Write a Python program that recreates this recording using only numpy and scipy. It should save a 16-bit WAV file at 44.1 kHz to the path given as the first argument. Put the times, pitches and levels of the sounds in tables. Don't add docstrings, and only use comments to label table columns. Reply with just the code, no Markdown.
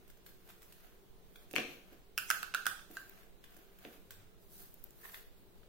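import sys
import numpy as np
from scipy import signal
from scipy.fft import rfft, irfft, next_fast_len
from scipy.io import wavfile
from scipy.ndimage import uniform_filter1d

SR = 44100
rng = np.random.default_rng(int(sys.argv[2]) if len(sys.argv) > 2 else 0)


def attenuation_scalar(level_db):
    decades = np.asarray(level_db, float) / 20
    return 10 ** decades


def store_wav(level_fs):
    pcm = np.round(np.clip(np.atleast_2d(level_fs), -1, 1) * 32767)
    wavfile.write(sys.argv[1], SR, pcm.T.astype(np.int16))


N = 250488


def evened(x):
    return x / np.sqrt(np.mean(x ** 2) + 1e-20)


def read(points, hz):
    f, value = np.transpose(points)
    return np.interp(np.log(hz + 1), np.log(f + 1), value)


def add(mix, s, sound, pan_db):
    part = mix[:, round(s * SR):][:, :sound.shape[1]]
    part += sound[:, :part.shape[1]] * attenuation_scalar(np.array([[pan_db / 2], [-pan_db / 2]]))


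def coloured(x, points):
    size = next_fast_len(N)
    gain = attenuation_scalar(read(points, np.fft.rfftfreq(size, 1 / SR)))
    return evened(irfft(rfft(x, size) * gain, size)[..., :N])


def filtered(x, order, hz, kind):
    return signal.sosfilt(signal.butter(order, hz, kind, fs=SR, output="sos"), x)


def ring(modes, rise_s, spread):
    t = np.arange(4096) / SR
    hz, db, t60 = np.transpose(modes)[:, :, None]
    detune = 1 + 0.0027 * rng.standard_normal((len(modes), 1))
    phase = spread * rng.standard_normal((2, len(modes), 1))
    waves = attenuation_scalar(db - 60 * t / t60) * np.sin(2 * np.pi * hz * detune * t + phase)
    out = waves.sum(1) * (1 - np.exp(-t / rise_s))
    return out / abs(out).max()


def crack(low_hz, high_hz, t60, rise_s=0.00026):
    t = np.arange(4096) / SR
    noise = rng.standard_normal((3, 4096))
    burst = (noise[:2] + 0.48 * noise[2]) * attenuation_scalar(-60 * t / t60) * (1 - np.exp(-t / rise_s))
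    out = filtered(burst, 2, [low_hz, min(high_hz, 21000)], "band")
    return out / abs(out).max()


def swell(top_s, rise_s, fall_s, db):
    t = np.arange(N) / SR - top_s
    drop_db = 17
    return attenuation_scalar(db - drop_db * np.where(t < 0, -t / rise_s, t / fall_s))


# start in seconds, then levels in dB of the hollow body,
# the shell, the latch and the crack.
SLIDER_CLACKS = [
    (2.1779, -28, -28, -25.5, -32.5),
    (2.1846, -33.5, -30, -42, -37),
    (2.302, -17.5, -34.5, -25.5, -30),
    (2.3104, -20, -30, -50, -34.5),
    (2.4293, -27.5, -38.5, -41, -46),
    (2.5397, -31.5, -35.5, -54, -70),
    (2.5465, -19.5, -36, -40, -40.5),
    (2.6561, -30, -58, -45, -47.5),
    (2.6656, -19.5, -36.5, -35, -33.5),
]
# frequency in Hz, level in dB, t60 in seconds.
KNIFE_MODES = [
    [(1351, -1.5, 0.041), (1465, -3.5, 0.066), (1535, 7.5, 0.018)],
    [(2710, -14, 0.023), (2705, 12.5, 0.0067), (3640, 2.5, 0.0015)],
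    [(5280, -5.5, 0.0058), (5350, -8.5, 0.017), (5660, -6, 0.0038)],
]


def clacks():
    out, near = np.zeros((2, 2, N))
    body_modes, shell_modes, latch_modes = KNIFE_MODES
    body_pan_db, tooth_pan_db = -10, -2.5
    for s, body_db, shell_db, latch_db, crack_db in SLIDER_CLACKS:
        body = attenuation_scalar(body_db - 2.7) * ring(body_modes, 0.00084, 1.0)
        latch = attenuation_scalar(latch_db - 1) * ring(latch_modes, 0.00031, 1.0)
        shell = attenuation_scalar(shell_db + 5.5) * ring(shell_modes, 0.000087, 0.87)
        bright = attenuation_scalar(crack_db + 13) * crack(7500, 16600, 0.01)
        dull = attenuation_scalar(body_db - 1.5) * crack(630, 6400, 0.014)
        add(out, s + 0.0008, body, body_pan_db)
        add(out, s, shell + bright + dull, tooth_pan_db)
        add(near, s, latch, tooth_pan_db)
    return out, near


# start in seconds, ring level in dB, ring frequency in Hz,
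# edge level in dB, left over right in dB.
FINGER_TAP = [
    (2.9694, -34, 1552, -47.5, -1.5),
]


def tap():
    out = np.zeros((2, N))
    for s, ring_db, hz, edge_db, pan_db in FINGER_TAP:
        handle = attenuation_scalar(ring_db + 2.5) * ring([(hz, 0, 0.045), (1450, -9, 0.03)], 0.00022, 0.5)
        edge = attenuation_scalar(edge_db + 12) * crack(570, 7200, 0.011)
        add(out, s, handle + edge, pan_db)
    return out


# start in seconds, then levels in dB of the bar ring, the table thud
# and the crack, left over right in dB.
BAR_KNOCKS = [(1.511, -46, -51.5, -50.5, -4.5), (1.5375, -42, -31, -68, -18), (1.5454, -65, -51, -66, 3),
              (1.5558, -31.5, -74, -43.5, -1.5), (1.5624, -19, -31.5, -43, 7),
              (1.5821, -25.5, -28.5, -52.5, -12.5), (1.5902, -40, -30.5, -66, 13),
              (1.598, -39, -70, -53, -8), (1.923, -63, -47, -70, -7), (2.9016, -75, -44.5, -69, -7.5),
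              (3.5672, -66, -49.5, -73, -5.5), (3.874, -61, -47.5, -72, -3), (3.8504, -43.5, -40, -76, -3)]
# frequency in Hz, level in dB, t60 in seconds.
KNOCK_MODES = [
    [(1884, 5, 0.0073), (2355, 8, 0.0062), (2510, 8.5, 0.0059), (2633, 1, 0.016), (3500, -24, 0.0074)],
    [(161.7, -20.5, 0.13), (223.6, -11.5, 0.18), (296, 0.5, 0.076), (347, 7, 0.035), (455.4, 6.5, 0.036),
     (530, 1.5, 0.043), (719, -4.5, 0.06), (1030, -20, 0.027)],
]


def knocks():
    out, table = np.zeros((2, 2, N))
    bar_modes, table_modes = KNOCK_MODES
    for s, bar_db, thud_db, crack_db, pan_db in BAR_KNOCKS:
        thud = filtered(ring(table_modes, 0.004, 0.4), 2, 130, "high")
        add(table, s, attenuation_scalar(thud_db - 3.5) * thud, -1.5)
        bar = attenuation_scalar(bar_db + 2.1) * ring(bar_modes, 0.00019, 0.79)
        dull = attenuation_scalar(bar_db - 4) * crack(550, 3900, 0.013)
        bright = attenuation_scalar(crack_db + 11) * crack(4000, 16000, 0.027)
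        add(out, s, bar + dull + bright, pan_db)
    return out, table


# top in seconds, rise in seconds, fall in seconds,
# fine rustle in dB, coarse scrape in dB.
RUB_STROKES = [(0.03, 0.14, 0.35, -66, -74.5), (0.275, 0.016, 0.049, -58, -69.5),
               (0.46, 0.11, 0.33, -63, -75), (0.5, .03, 0.035, -58, -66), (0.7, 0.27, 0.45, -62.5, -93),
               (0.87, 0.31, 0.18, -65, -70), (1.43, 0.23, 0.06, -60, -73), (1.73, 0.17, 0.079, -54, -63.5),
               (1.949, 0.45, 0.12, -62.5, -68), (2.949, 0.069, 0.2, -50, -65),
               (3.2, 0.37, 0.15, -60.5, -65.5), (3.54, 0.11, 0.27, -58, -66.5),
               (3.93, 0.17, 0.16, -55.5, -65), (3.85, 0.041, 0.034, -56, -61.5),
               (4.2, 0.068, .15, -79, -69.5), (4.43, .05, 0.11, -60, -93), (4.545, 0.054, 0.11, -50.5, -84),
               (4.62, .1, 0.1, -46.5, -67), (4.86, 0.24, 0.083, -58, -73.5), (5.06, .1, 0.12, -47, -64.5),
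               (5.17, 0.15, 0.087, -48, -65.5), (5.39, .05, .06, -63, -87), (5.58, 0.32, 0.16, -66, -79)]
# frequency in Hz, level in dB per Hz.
FINE_RUSTLE = [(2350, -31), (4000, -11.5), (6090, -12), (8700, -11.5), (9230, -10.5), (14100, -2.5),
               (16100, -7.5), (16500, -47)]
COARSE_SCRAPE = [(410, -20), (700, 2), (917, -9), (1050, -6), (1530, -0.5), (1870, -6), (2670, -6),
                 (5400, -17.5), (7000, -13), (9100, -75), (15400, -120)]


def rubbing():
    size = attenuation_scalar(1.6 * np.minimum(rng.exponential(1, (2, 1, N)), 5))
    happens = rng.random((2, 1, N)) < 9000 / SR
    slips = rng.standard_normal((2, 3, N)) * size * happens
    ports = slips[:, :2] + 0.22 * slips[:, 2:]
    fine, coarse = coloured(ports[0], FINE_RUSTLE), coloured(ports[1], COARSE_SCRAPE)
    out = np.zeros((2, N))
    for top_s, rise_s, fall_s, fine_db, coarse_db in RUB_STROKES:
        slipping = attenuation_scalar(fine_db - 9) * fine + attenuation_scalar(coarse_db + 1) * coarse
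        out += swell(top_s, rise_s, fall_s, 0) * slipping
    clump_s, clump_db, pan_db = 0.007, 1.3, -1
    clumps = evened(uniform_filter1d(rng.standard_normal(N), round(clump_s * SR)))
    return out * attenuation_scalar(clump_db * clumps) * attenuation_scalar(np.array([[pan_db], [-pan_db]]) / 2)


# start in seconds, dull snap in dB, ring
# frequency in Hz, fine snap in dB.
SMALL_TICKS = [(0.078, -59.5, 3200, -58), (0.0997, -53.5, 3500, -56.5), (0.1712, -63, 1610, -60),
               (0.2605, -64, 1640, -54.5), (0.2636, -48, 4300, -53), (0.2895, -56, 3310, -58),
               (0.489, -49.5, 1140, -55), (0.5017, -48.5, 1380, -56.5), (0.619, -55, 2010, -57),
               (0.6274, -53, 1410, -52), (0.723, -50.5, 4300, -53), (1.3583, -45, 3460, -55),
               (2.7937, -46, 1440, -63), (2.911, -55, 1550, -53), (3.2313, -55, 1680, -65),
               (3.4401, -45, 3530, -56), (3.5653, -57, 1620, -55), (3.7855, -59, 2820, -57),
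               (3.8491, -43.5, 2060, -76), (4.1066, -43, 3750, -46), (4.119, -58, 1570, -58),
               (4.618, -59, 1390, -57), (5.0434, -50, 1770, -55), (5.0524, -49, 1780, -65),
               (5.0964, -49.5, 1720, -66), (5.1437, -38.5, 1920, -49), (5.153, -52, 4450, -56),
               (5.6317, -56.5, 1370, -86)]


def ticks():
    out = np.zeros((2, N))
    for s, dull_db, hz, fine_db in SMALL_TICKS:
        middle_db = min(dull_db, fine_db) - 5
        modes = [(hz, 0, 0.009), (1560, -3, 0.012), (3500, -5, 0.008)]
        dull = attenuation_scalar(1.5) * ring(modes, 0.000082, 0.87) + crack(1100, 3600, 0.02, 0.0011)
        middle = attenuation_scalar(middle_db + 6) * crack(5000, 10000, 0.037, 0.0014)
        fine = attenuation_scalar(fine_db + 6.5) * crack(12000, 17000, 0.026, 0.0016)
        add(out, s, attenuation_scalar(dull_db - 1.5) * dull + middle + fine, -1.5)
    return out


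# start in seconds, fine snap in dB, middle snap in dB,
# left over right in dB.
WRAPPER_SNAPS = [
    (1.5315, -50, -47, 4),
    (3.096, -43, -57.5, 2),
    (4.7418, -44, -63, 9.0),
    (4.8405, -37, -58.5, 9.0),
    (4.907, -50, -58, 0),
]


def snaps():
    out = np.zeros((2, N))
    modes = [(13800, -6, 0.0071), (15150, 4, 0.0071), (16200, -9, 0.006)]
    for s, fine_db, middle_db, pan_db in WRAPPER_SNAPS:
        fine = attenuation_scalar(fine_db + 2) * ring(modes, 0.00036, 0.42)
        middle = attenuation_scalar(middle_db + 12) * crack(5500, 12500, 0.0024)
        add(out, s, fine + middle, pan_db)
    return out


# top in seconds, level in dB.
BOX_SCUFFS = [
    (5.052, -49),
    (5.096, -53.5),
    (5.146, -52),
    (5.175, -65),
    (5.21, -67),
]
# frequency in Hz, level in dB per Hz.
CARTON = [(700, -32), (1050, 6), (1350, -36), (1780, 11), (1950, 4), (2400, -20), (4000, -33.5)]


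def boxes():
    size = attenuation_scalar(3 * np.minimum(rng.exponential(1, N), 4))
    happens = rng.random(N) < 700 / SR
    grit = rng.standard_normal((2, N)) * size * happens
    rise_s, fall_s = 0.02, 0.014
    return coloured(grit, CARTON) * sum(swell(s, rise_s, fall_s, db) for s, db in BOX_SCUFFS)


def lean():
    spectrum = [(60, -49.0), (95, 15), (115, 5), (135, -7), (200, -42)]  # Hz, dB per Hz
    return coloured(rng.standard_normal(N), spectrum) * swell(4.186, 0.12, 0.15, -65)


# frequency in Hz, t60 in seconds.
ROOM_DECAY = [(200, 0.58), (600, 0.54), (1500, 0.38), (4000, 0.59), (12000, 0.43)]


def room(x, gap_s):
    taps = np.zeros((2, SR))
    slots = np.arange(200, SR - 20, 12)
    at = slots + rng.integers(0, 12, (2, len(slots)))
    np.put_along_axis(taps, at, rng.choice([-1., 1.], at.shape), 1)
    hz, t, z = signal.stft(taps, SR, nperseg=256)
    alike = np.clip(1.9 / (1 + (hz / 900) ** 4), 0, 1)[:, None]
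    z[1] = alike * z[0] + np.sqrt(1 - alike ** 2) * z[1]
    decay = attenuation_scalar(-60 * t / read(ROOM_DECAY, hz)[:, None]) * (1 - np.exp(-t / gap_s))
    tail = signal.istft(z * decay, SR, nperseg=256)[1]
    return signal.fftconvolve(x, tail / np.linalg.norm(tail[0]), axes=1)[:, :N]


# frequency in Hz, level in dB per Hz.
QUIET_ROOM = [(3.5, -23), (6.0, 5), (17, -2.5), (129, -22.5), (192, -21.5), (242, -19.5), (397, -22.5),
              (484, -21), (696, -24.5), (820, -28), (2140, -35), (3740, -33.5), (6140, -39), (13600, -43),
              (16000, -36)]
# frequency in Hz, width in Hz, level in dB.
APPLIANCE_HUM = [(108.7, 12, -77.5), (143, 10, -80), (188, 6, -73.5), (341, 17, -75.5), (392.8, 8.8, -72),
                 (447.2, 3.8, -75)]
# frequency in Hz, left-right likeness from -1 to 1.
PORT_LIKENESS = [(30, 0.025), (70, 0.13), (140, 0.6), (600, 0.53), (1300, 0.024), (15000, 0.039)]
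# frequency in Hz, left over right in dB.
PORT_TILT = [(60, -2.5), (180, 0), (550, 1.5), (1650, -2), (4970, 1.5), (15000, -5.5)]


def quiet():
    frames, hz = N // 1024 + 5, np.fft.rfftfreq(4096, 1 / SR)
    a, b, c, d, patches = rng.standard_normal((frames, 2049, 5)).T
    patches = evened(uniform_filter1d(uniform_filter1d(patches, 30, 0), 4, 1))
    same = np.clip(read(PORT_LIKENESS, hz), -1, 1)[:, None]
    left = a + 1j * b
    right = same * left + np.sqrt(1 - same ** 2) * (c + 1j * d)
    right = right * attenuation_scalar(-read(PORT_TILT, hz))[:, None]
    broad = attenuation_scalar(read(QUIET_ROOM, hz)) ** 2
    power = attenuation_scalar(-61 + 0.8) ** 2 * broad / broad.sum()
    for f, width, db in APPLIANCE_HUM:
        band = 1 / (1 + (2 * (hz - f) / width) ** 2) ** 2
        power = power + attenuation_scalar(db) ** 2 * band / band.sum()
    z = np.array([left, right]) * np.sqrt(power)[:, None] * attenuation_scalar(0.76 * patches)
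    return np.sqrt(power.sum()) * evened(signal.istft(z, nperseg=4096, noverlap=3072)[1][:, :N])


def scene():
    (slider, latch), (bar, table), crumbs, rub = clacks(), knocks(), ticks(), rubbing()
    slider = slider + tap()
    wet = attenuation_scalar(-4) * (slider + attenuation_scalar(-9) * latch) + attenuation_scalar(-3) * bar + attenuation_scalar(-3.5) * table
    wet = wet + attenuation_scalar(-1.5) * crumbs + attenuation_scalar(-14.5) * rub
    direct = slider + latch + bar + table + crumbs + rub + snaps() + boxes()
    return direct + room(wet, 0.0016) + quiet() + lean()


# frequency in Hz, level over the local rms in dB.
WEAKEST_LINE = [(200, -36), (700, -26), (1200, -20), (1700, -11), (3000, -8), (4000, -5), (5000, -1.5),
                (9500, -1), (11500, -3), (13000, -11), (15500, -10)]


def camera_storage(x):
    grid, bins, uneven_db, jump_db = 532, 736, 6, 9.5
    pad = np.pad([x[0] + x[1], x[0] - x[1]], ((0, 0), (2048 - grid, 3072)))
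    n, k = np.arange(2048)[:, None], np.arange(bins)
    window = np.sin(np.pi * (n + 0.5) / 2048)
    basis = window * np.cos(np.pi / 1024 * (n + 512.5) * (k + 0.5)) / np.sqrt(512)
    at = 1024 * np.arange(pad.shape[1] // 1024 - 1)[:, None] + n.T
    lines = pad[:, at] @ basis
    local = np.sqrt(uniform_filter1d(lines ** 2, size=64, axis=2) + 1e-20)
    bands = evened(uniform_filter1d(rng.standard_normal(lines.shape[:2] + (46,)), 2, 1))
    bands = np.repeat(bands, 16, axis=2)
    weakest = local * attenuation_scalar(read(WEAKEST_LINE, k * SR / 2048) + uneven_db * bands)
    coarse = lines * (abs(lines) > weakest)
    treble = np.diff(pad[0], 2, prepend=[0, 0])[at[:, 512:1664]]
    bright = (treble.reshape(-1, 9, 128) ** 2).sum(2) + 1e-20
    sharp = (bright[:, 1:] / bright[:, :-1]).max(1) > attenuation_scalar(jump_db) ** 2
    blocks = np.where(sharp[:, None], lines, coarse) @ basis.T
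    out = np.zeros_like(pad)
    out[:, :at[-1, 1024]] += blocks[:, :, :1024].reshape(2, -1)
    out[:, 1024:at[-1, -1] + 1] += blocks[:, :, 1024:].reshape(2, -1)
    mid, side = out[:, 2048 - grid:][:, :N] / 2
    top = signal.sosfiltfilt(signal.butter(8, [15850, 16650], "band", fs=SR, output="sos"), x)
    fast, slow = (uniform_filter1d((top ** 2).sum(0), size) for size in (128, 4096))
    opening = uniform_filter1d(1. * (fast > 9 * slow), 128)
    return np.array([mid + side, mid - side]) + top * opening


def band_limit(x):
    return signal.sosfilt(signal.butter(12, 17000, fs=SR, output="sos"), x)


def record(dry):
    mix = camera_storage(dry)
    return band_limit(mix)


dry = scene()
out = record(dry)
store_wav(out)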